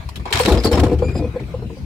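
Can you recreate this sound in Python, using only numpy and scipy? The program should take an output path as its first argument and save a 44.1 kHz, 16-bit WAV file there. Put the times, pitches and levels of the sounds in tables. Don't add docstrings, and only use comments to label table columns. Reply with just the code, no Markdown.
import sys
import numpy as np
from scipy import signal
from scipy.fft import rfft, irfft
from scipy.io import wavfile
from scipy.ndimage import uniform_filter1d

SR = 44100
rng = np.random.default_rng(int(sys.argv[2]) if len(sys.argv) > 2 else 0)


def magnitude_from_level(level_db):
    exponent = np.asarray(level_db, float) / 20
    return 10 ** exponent


def to_wav(sig):
    pcm = np.clip(np.atleast_2d(sig), -1, 1) * 32767
    pcm = np.round(pcm).astype(np.int16)
    wavfile.write(sys.argv[1], SR, pcm.T)


N = 81585

# pitch_hz, level_db (per Hz)
AIR_COLOUR = [(24, -23), (40, 2.5), (151, -3.5), (420, -14.5), (500, -18.5), (693, -22.5), (2420, -27.5),
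              (15800, -47.5)]
# pitch_hz, width_hz, level_db
AIR_HUMPS = [(2335, 570, 4.5), (4030, 310, 6)]
# pitch_hz, likeness (0 to 1)
AIR_LIKENESS = [(60, 0.82), (600, 0.65), (1500, 0.023)]
# start_s, level_db
RATTLE_LEVEL = [
    (.322, -47),
    (0.328, -22.5),
    (.385, -24),
    (.44, -28),
    (.54, -31.5),
    (.62, -41.5),
    (.66, -27.5),
    (.70, -39),
    (0.799, -32),
    (0.952, -53),
]
# start_s, pitch_hz, level_db, brightness_db (per partial)
SQUEAK_PATH = [(1.015, 2370, -53, -2), (1.046, 2373, -46.5, 0.5), (1.065, 2395, -45, -2),
               (1.097, 2425, -35, -12), (1.113, 2447, -51, 1), (1.126, 2443, -43, -11.5),
               (1.143, 2490, -56, 1.5), (1.16, 2480, -41, -2.5), (1.182, 2504, -44.5, 0),
               (1.2, 2430, -47, -7.5), (1.251, 2486, -45, -20), (1.29, 2503, -60, -22),
               (1.355, 2507, -52.5, -22), (1.375, 2460, -60, -11)]
SQUEAK_PARTIALS = [3, -0.5, -1, -7.5]
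# start_s, length_s, pitch_hz, level_db
STRING_CHIRPS = [(.40, 0.024, 4420, -21.5), (.45, 0.043, 3955, -25), (.50, 0.069, 4010, -30),
                 (.585, 0.033, 5130, -30.5), (.644, 0.015, 4877, -13), (.668, 0.013, 4560, -18.5),
                 (.684, 0.042, 4410, -34), (.722, 0.077, 5360, -31), (.355, 0.039, 5500, -37),
                 (.358, 0.015, 7340, -36), (.61, 0.013, 2060, -34.5), (.885, 0.065, 2440, -42.5),
                 (1.435, 0.011, 2620, -43), (1.395, 0.009, 2125, -38)]
# start_s, peak_db, pitch_hz
BOX_BOOMS = [(0.057, -19.5, 69.2), (0.2, -18.5, 62.4), (0.333, -13, 84.2), (0.401, -17.5, 72.3),
             (0.504, -4, 62.5), (0.546, -6, 57.2), (0.581, -26, 47.6), (0.655, -8.5, 90.8),
             (0.723, -5.5, 78), (0.798, -6, 70), (0.848, -8, 75.4), (0.937, -9, 74.2), (1.052, -10.5, 80.8),
             (1.108, -12.5, 84), (1.197, -10.5, 76.2), (1.29, -16.5, 65.4), (1.4, -23, 128.7),
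             (1.43, -22, 62.3), (1.541, -19.5, 75), (1.587, -24.5, 126), (1.629, -22, 70)]
# start_s, peak_db, hardness_db (per octave)
BOARD_THUDS = [(0.195, -32, -4), (0.257, -23, 15.5), (0.309, -21, 11), (0.345, -17, 2), (0.45, -7.5, -3),
               (0.475, -0.5, 2), (0.497, -1.5, 1.5), (0.52, -4.5, 6), (0.545, -9, 4), (0.573, -12.5, 2),
               (0.644, -1, 3.5), (0.671, -9.5, -16), (0.713, -8, 9.5), (0.734, -4.5, 4.5), (0.772, -2, 4.5),
               (0.799, -9.5, 8), (0.83, -1, -8), (0.855, -11, 2.5), (0.917, -5.5, -10), (0.888, -9, -12),
               (0.986, -13.5, -13), (1.038, -14.5, -2.5), (1.083, -15, -5), (1.151, -11.5, -15),
               (1.189, -10.5, -11), (1.249, -16, -22), (1.339, -20, -7.5), (1.399, -20, -5),
               (1.484, -23, -26), (1.589, -25.5, -5.5), (1.62, -22.5, -3.5), (1.698, -24.5, -8)]
# pitch_hz, level_db
PANEL_TONES = [(165, -17), (228, -4), (275, -6), (320, 2), (372, 5), (420, -1.5), (495, 5), (597, -3.5),
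               (700, -12), (835, -7), (1030, -15), (1300, -55)]
# start_s, peak_db, pitch_hz
PIN_KNOCKS = [(0.404, -5.5, 499), (0.654, -12, 453), (0.715, -10, 475), (0.918, -9.5, 492),
              (1.024, -4.5, 502), (1.152, -17, 508), (1.224, -16, 504.8), (1.244, -15.5, 496),
              (1.361, -12.5, 508), (1.543, -14.5, 509.5), (1.771, -30, 521)]
# ratio (to its pitch), level_db, t60_s (time to lose 60 dB)
PIN_TONES = [
    (1.002, 1, 0.11),
    (1.049, -9.5, 0.051),
    (1.4, -30.5, 0.11),
    (1.62, -13.5, 0.04),
    (2.02, -8, 0.029),
    (2.5, -16, 0.02),
]
# pitch_hz, level_db, t60_s
NECK_TONES = [(3381, -39, .09), (4393, -42, .12), (7273, -49, .1), (8280, -48, .1)]
# start_s, level_db, tilt_db (per octave), ring_hz, contact_s
PIN_CLACKS = [(0.0014, -33.5, -5.5, 2300, 0.042), (0.0885, -23, 3, 1130, 0.0061),
              (0.157, -22, 2, 3330, 0.0099), (0.196, -29, -2.5, 1960, 0.011),
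              (0.255, -16.5, -2.5, 1100, 0.01), (0.274, -23.5, -5, 2170, 0.024),
              (0.3052, -20, -0.5, 1100, 0.0082), (0.3255, -2, 1, 3320, 0.005),
              (0.340, -13.5, -2, 2250, 0.0091), (0.358, -13.5, -6, 4200, 0.027),
              (0.390, -13.5, 6.5, 2400, 0.0089), (0.397, -6, -6.5, 3060, 0.01),
              (0.406, -15.5, 5, 8800, 0.013), (0.451, -17.5, -0.5, 3920, 0.018),
              (0.4803, -12.5, 2, 1570, 0.023), (0.5195, -14, 3.5, 3820, .012),
              (0.545, -18, -9, 2450, 0.0056), (0.5725, -16.5, -5.5, 4340, 0.011),
              (0.6354, -18, 2, 4160, 0.0096), (0.6465, -16, 6.5, 9800, 0.011),
              (0.671, -27, 3, 4400, 0.0099), (0.7145, -19, 4, 1490, 0.019), (0.7292, -14, 0.5, 3000, 0.011),
              (0.7735, -13, -2.5, 2030, 0.01), (0.7982, -25, 6, 4000, 0.0091),
              (0.8345, -18, 1, 2420, 0.0098), (0.862, -19, -9, 2380, 0.0088), (0.911, -32, -1, 2440, 0.02),
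              (0.930, -32.5, 4, 4200, 0.0092), (0.986, -31, 1, 2900, 0.017),
              (1.0195, -18.5, -8.5, 1250, 0.012), (1.083, -32.5, -0.5, 1330, 0.036),
              (1.152, -35, -1, 2470, 0.032), (1.177, -34.5, 3, 3940, 0.021), (1.3987, -31, -2, 2100, 0.011),
              (1.622, -31, -4.5, 1240, 0.0085), (1.698, -34.5, -9, 1010, 0.0093),
              (1.775, -49, 12, 4400, .008)]
# pitch_hz, level_db (per Hz)
CLACK_COLOUR = [(410, -14), (700, -5.5), (1610, -12), (4400, -16.5), (4950, -20), (5420, -17.5),
                (6100, -25), (7220, -22.5), (15800, -39)]
# pitch_hz, left_minus_right_db
LEFT_LEAN = [(60, 4.5), (950, 2.5), (15000, 1.5)]

KNOCK_RISE_S = 0.009


def evened(x):
    return x / np.sqrt(np.mean(x ** 2) + 1e-20)


def peaked(x, db):
    return x * magnitude_from_level(db) / (abs(x).max() + 1e-12)


def read(points, hz):
    f, value = np.transpose(points)
    return np.interp(np.log(hz + 1), np.log(f + 1), value)


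def add(mix, start_s, sound):
    part = mix[..., max(round(start_s * SR), 0):][..., :sound.shape[-1]]
    part += sound[..., :part.shape[-1]]


def flutter(samples, count):
    smooth = uniform_filter1d(rng.standard_normal(count), samples)
    return evened(uniform_filter1d(smooth, samples))


def ring(tones, t):
    return sum(magnitude_from_level(db - 60 * t / t60) * np.sin(2 * np.pi * hz * t) for hz, db, t60 in tones)


def ticks(count):
    ticks_per_s = 2700
    size, when, hiss = rng.exponential(1, count), rng.random(count), rng.standard_normal(count)
    hits = when < ticks_per_s / SR
    return hits * magnitude_from_level(1.1 * np.minimum(size, 4)) * np.sign(hiss) + hiss


def air():
    level_db, patch_db = -33.5, 3.8
    hz = np.fft.rfftfreq(1024, 1 / SR)
    a, b, c, d, patches = rng.standard_normal((N // 256 + 5, 513, 5)).T
    patches = uniform_filter1d(patches, 10, 0)
    patches = evened(uniform_filter1d(patches, 12, 1))
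    same = read(AIR_LIKENESS, hz)[:, None]
    left = a + 1j * b
    right = same * left + np.sqrt(1 - same ** 2) * (c + 1j * d)
    colour = read(AIR_COLOUR, hz)
    for centre_hz, width_hz, db in AIR_HUMPS:
        colour += db * np.exp(-((hz - centre_hz) / width_hz) ** 2)
    spectrum = np.array([left, right]) * magnitude_from_level(colour[:, None] + patch_db * patches)
    sound = signal.istft(spectrum, nperseg=1024, noverlap=768)[1]
    return magnitude_from_level(level_db) * evened(sound[:, :N])


def rattle():
    low_cut_hz, flutter_db = 900, 4.2
    start_s, level_db = np.transpose(RATTLE_LEVEL)
    hz = np.fft.rfftfreq(N, 1 / SR)
    colour = magnitude_from_level(read(CLACK_COLOUR, hz)) * hz ** 2 / (hz ** 2 + low_cut_hz ** 2)
    both = np.array([evened(irfft(rfft(ticks(N)) * colour, N)) for ear in "LR"])
    level = np.interp(np.arange(N) / SR, start_s, level_db, -120, -120)
    return both * magnitude_from_level(level + flutter_db * flutter(200, N))


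def squeak():
    waver, flutter_db = 0.004, 3.8
    start_s, pitch_hz, level_db, bright_db = np.transpose(SQUEAK_PATH)
    t = np.arange(N) / SR
    pitch = np.interp(t, start_s, pitch_hz) * (1 + waver * flutter(100, N))
    turns = np.cumsum(pitch) / SR
    bright = np.interp(t, start_s, bright_db)
    stack = np.zeros(N)
    for k, partial_db in enumerate(SQUEAK_PARTIALS):
        level = partial_db + k * bright + flutter_db * flutter(160, N)
        stack += magnitude_from_level(level) * np.sin(2 * np.pi * (k + 1) * turns)
    return stack * magnitude_from_level(np.interp(t, start_s, level_db, -120, -120))


def chirp(length_s, pitch_hz, level_db):
    sag, fuzz_hz, flutter_db = 0.036, 130, 4.46
    t = np.arange(4000) / SR
    hz = pitch_hz * (1 - sag * t / length_s) + fuzz_hz * flutter(60, 4000)
    swell = np.sin(np.pi * np.clip(t / length_s, 0, 1) ** 0.33)
    level = magnitude_from_level(level_db + flutter_db * flutter(100, 4000))
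    return swell * level * np.sin(2 * np.pi * np.cumsum(hz) / SR)


def boom(peak_db, pitch_hz):
    rise_s, t60_s, flutter_db = 0.0049, 0.32, 4.9
    t = np.arange(14000) / SR
    swing = ring([(pitch_hz, 0, t60_s), (pitch_hz * 1.544, -7.5, t60_s)], t)
    rise = 1 - np.exp(-t / rise_s)
    return peaked(swing * magnitude_from_level(flutter_db * flutter(300, 14000)) * rise, peak_db)


def thud(peak_db, hardness_db):
    contact_s, trim_db = 0.044, -1
    panel_cycles = 39
    t = np.arange(7000) / SR
    tones = []
    for hz, db in PANEL_TONES:
        detune, spot = rng.standard_normal(2)
        level = db + 2.64 * spot + hardness_db * np.log2(hz / 400)
        tones.append((hz * (1 + 0.046 * detune), level, panel_cycles / hz))
    rub = rng.standard_normal(7000)
    push = rub * (1 - np.exp(-t / 0.0025)) * np.exp(-2 * t / contact_s)
    return peaked(signal.fftconvolve(push, ring(tones, t))[:7000], peak_db + trim_db)


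def knock(peak_db, pitch_hz):
    flutter_db = 1.9
    t = np.arange(9000) / SR
    tones = [(ratio * pitch_hz, db, t60) for ratio, db, t60 in PIN_TONES] + NECK_TONES
    swell = np.sin(np.pi / 2 * np.minimum(t / KNOCK_RISE_S, 1)) ** 2
    return peaked(ring(tones, t) * magnitude_from_level(flutter_db * flutter(150, 9000)) * swell, peak_db)


def clack(level_db, tilt_db, ring_hz, contact_s):
    rise_s, tail, tail_t60_s, trim_db = 0.00026, 0.14, 0.037, -6
    ring_db, ring_octaves, same = 7, 0.28, 0.29
    t, hz = np.arange(8192) / SR, np.fft.rfftfreq(8192, 1 / SR)
    fade = np.exp(-(t / contact_s) ** 1.23) + tail * magnitude_from_level(-60 * t / tail_t60_s)
    shape = (1 - np.exp(-t / rise_s)) * fade
    colour = read(CLACK_COLOUR, hz) + tilt_db * np.log2((hz + 50) / 3000)
    colour += 2 * flutter(110, len(hz))
    colour += ring_db * np.exp(-(np.log2((hz + 1) / ring_hz) / ring_octaves) ** 2)
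    floor_hz = np.clip(0.5 * ring_hz, 400, 2200)
    colour -= 9.1 * np.clip(np.log2(floor_hz / (hz + 1)), 0, 4)
    left, other = ticks(8192), ticks(8192)
    both = np.array([left, same * left + np.sqrt(1 - same ** 2) * other])
    return shape * evened(irfft(rfft(both) * magnitude_from_level(colour))) * magnitude_from_level(level_db + trim_db)


def box(x, echo_db, t60_s, same):
    taps = np.zeros((2, 10000))
    at = np.arange(20, 9980, 20) + rng.integers(0, 20, (2, 498))
    np.put_along_axis(taps, at, rng.choice([-1., 1.], at.shape), 1)
    taps[1] = same * taps[0] + np.sqrt(1 - same ** 2) * taps[1]
    taps *= magnitude_from_level(-60 * np.arange(10000) / SR / t60_s)
    wet = signal.fftconvolve(x, taps / np.linalg.norm(taps[0]), axes=1)[:, :N]
    return (x + magnitude_from_level(echo_db) * wet) / np.sqrt(1 + magnitude_from_level(echo_db) ** 2)


def scene():
    low, high, deep = np.zeros((2, N)), np.zeros((2, N)), np.zeros(N)
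    high += squeak()
    for start_s, *row in PIN_KNOCKS:
        add(low, start_s - KNOCK_RISE_S / 2, knock(*row))
    for start_s, *row in BOARD_THUDS:
        add(low, start_s, thud(*row))
    for start_s, *row in BOX_BOOMS:
        add(deep, start_s, boom(*row))
    for start_s, *row in PIN_CLACKS:
        add(high, start_s, clack(*row))
    for start_s, *row in STRING_CHIRPS:
        add(high, start_s, chirp(*row))
    dull = box(low, echo_db=-8.5, t60_s=0.066, same=0.85)
    bright = box(high, echo_db=1, t60_s=0.066, same=0)
    return dull + bright + deep + rattle() + air()


def roll_off(x):
    return signal.sosfilt(signal.butter(12, 15940, fs=SR, output="sos"), x)


def record(dry):
    bass_cut_hz, top_hz = 44, 15880
    hz = np.fft.rfftfreq(N, 1 / SR)
    lean = read(LEFT_LEAN, hz) / 2
    edge = (hz < top_hz) / np.sqrt(1 + (bass_cut_hz / (hz + 1)) ** 10)
    limited = 0.92 * np.tanh(dry)
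    return roll_off(irfft(rfft(limited) * magnitude_from_level([lean, -lean]) * edge, N))


dry = scene()
out = record(dry)
to_wav(out)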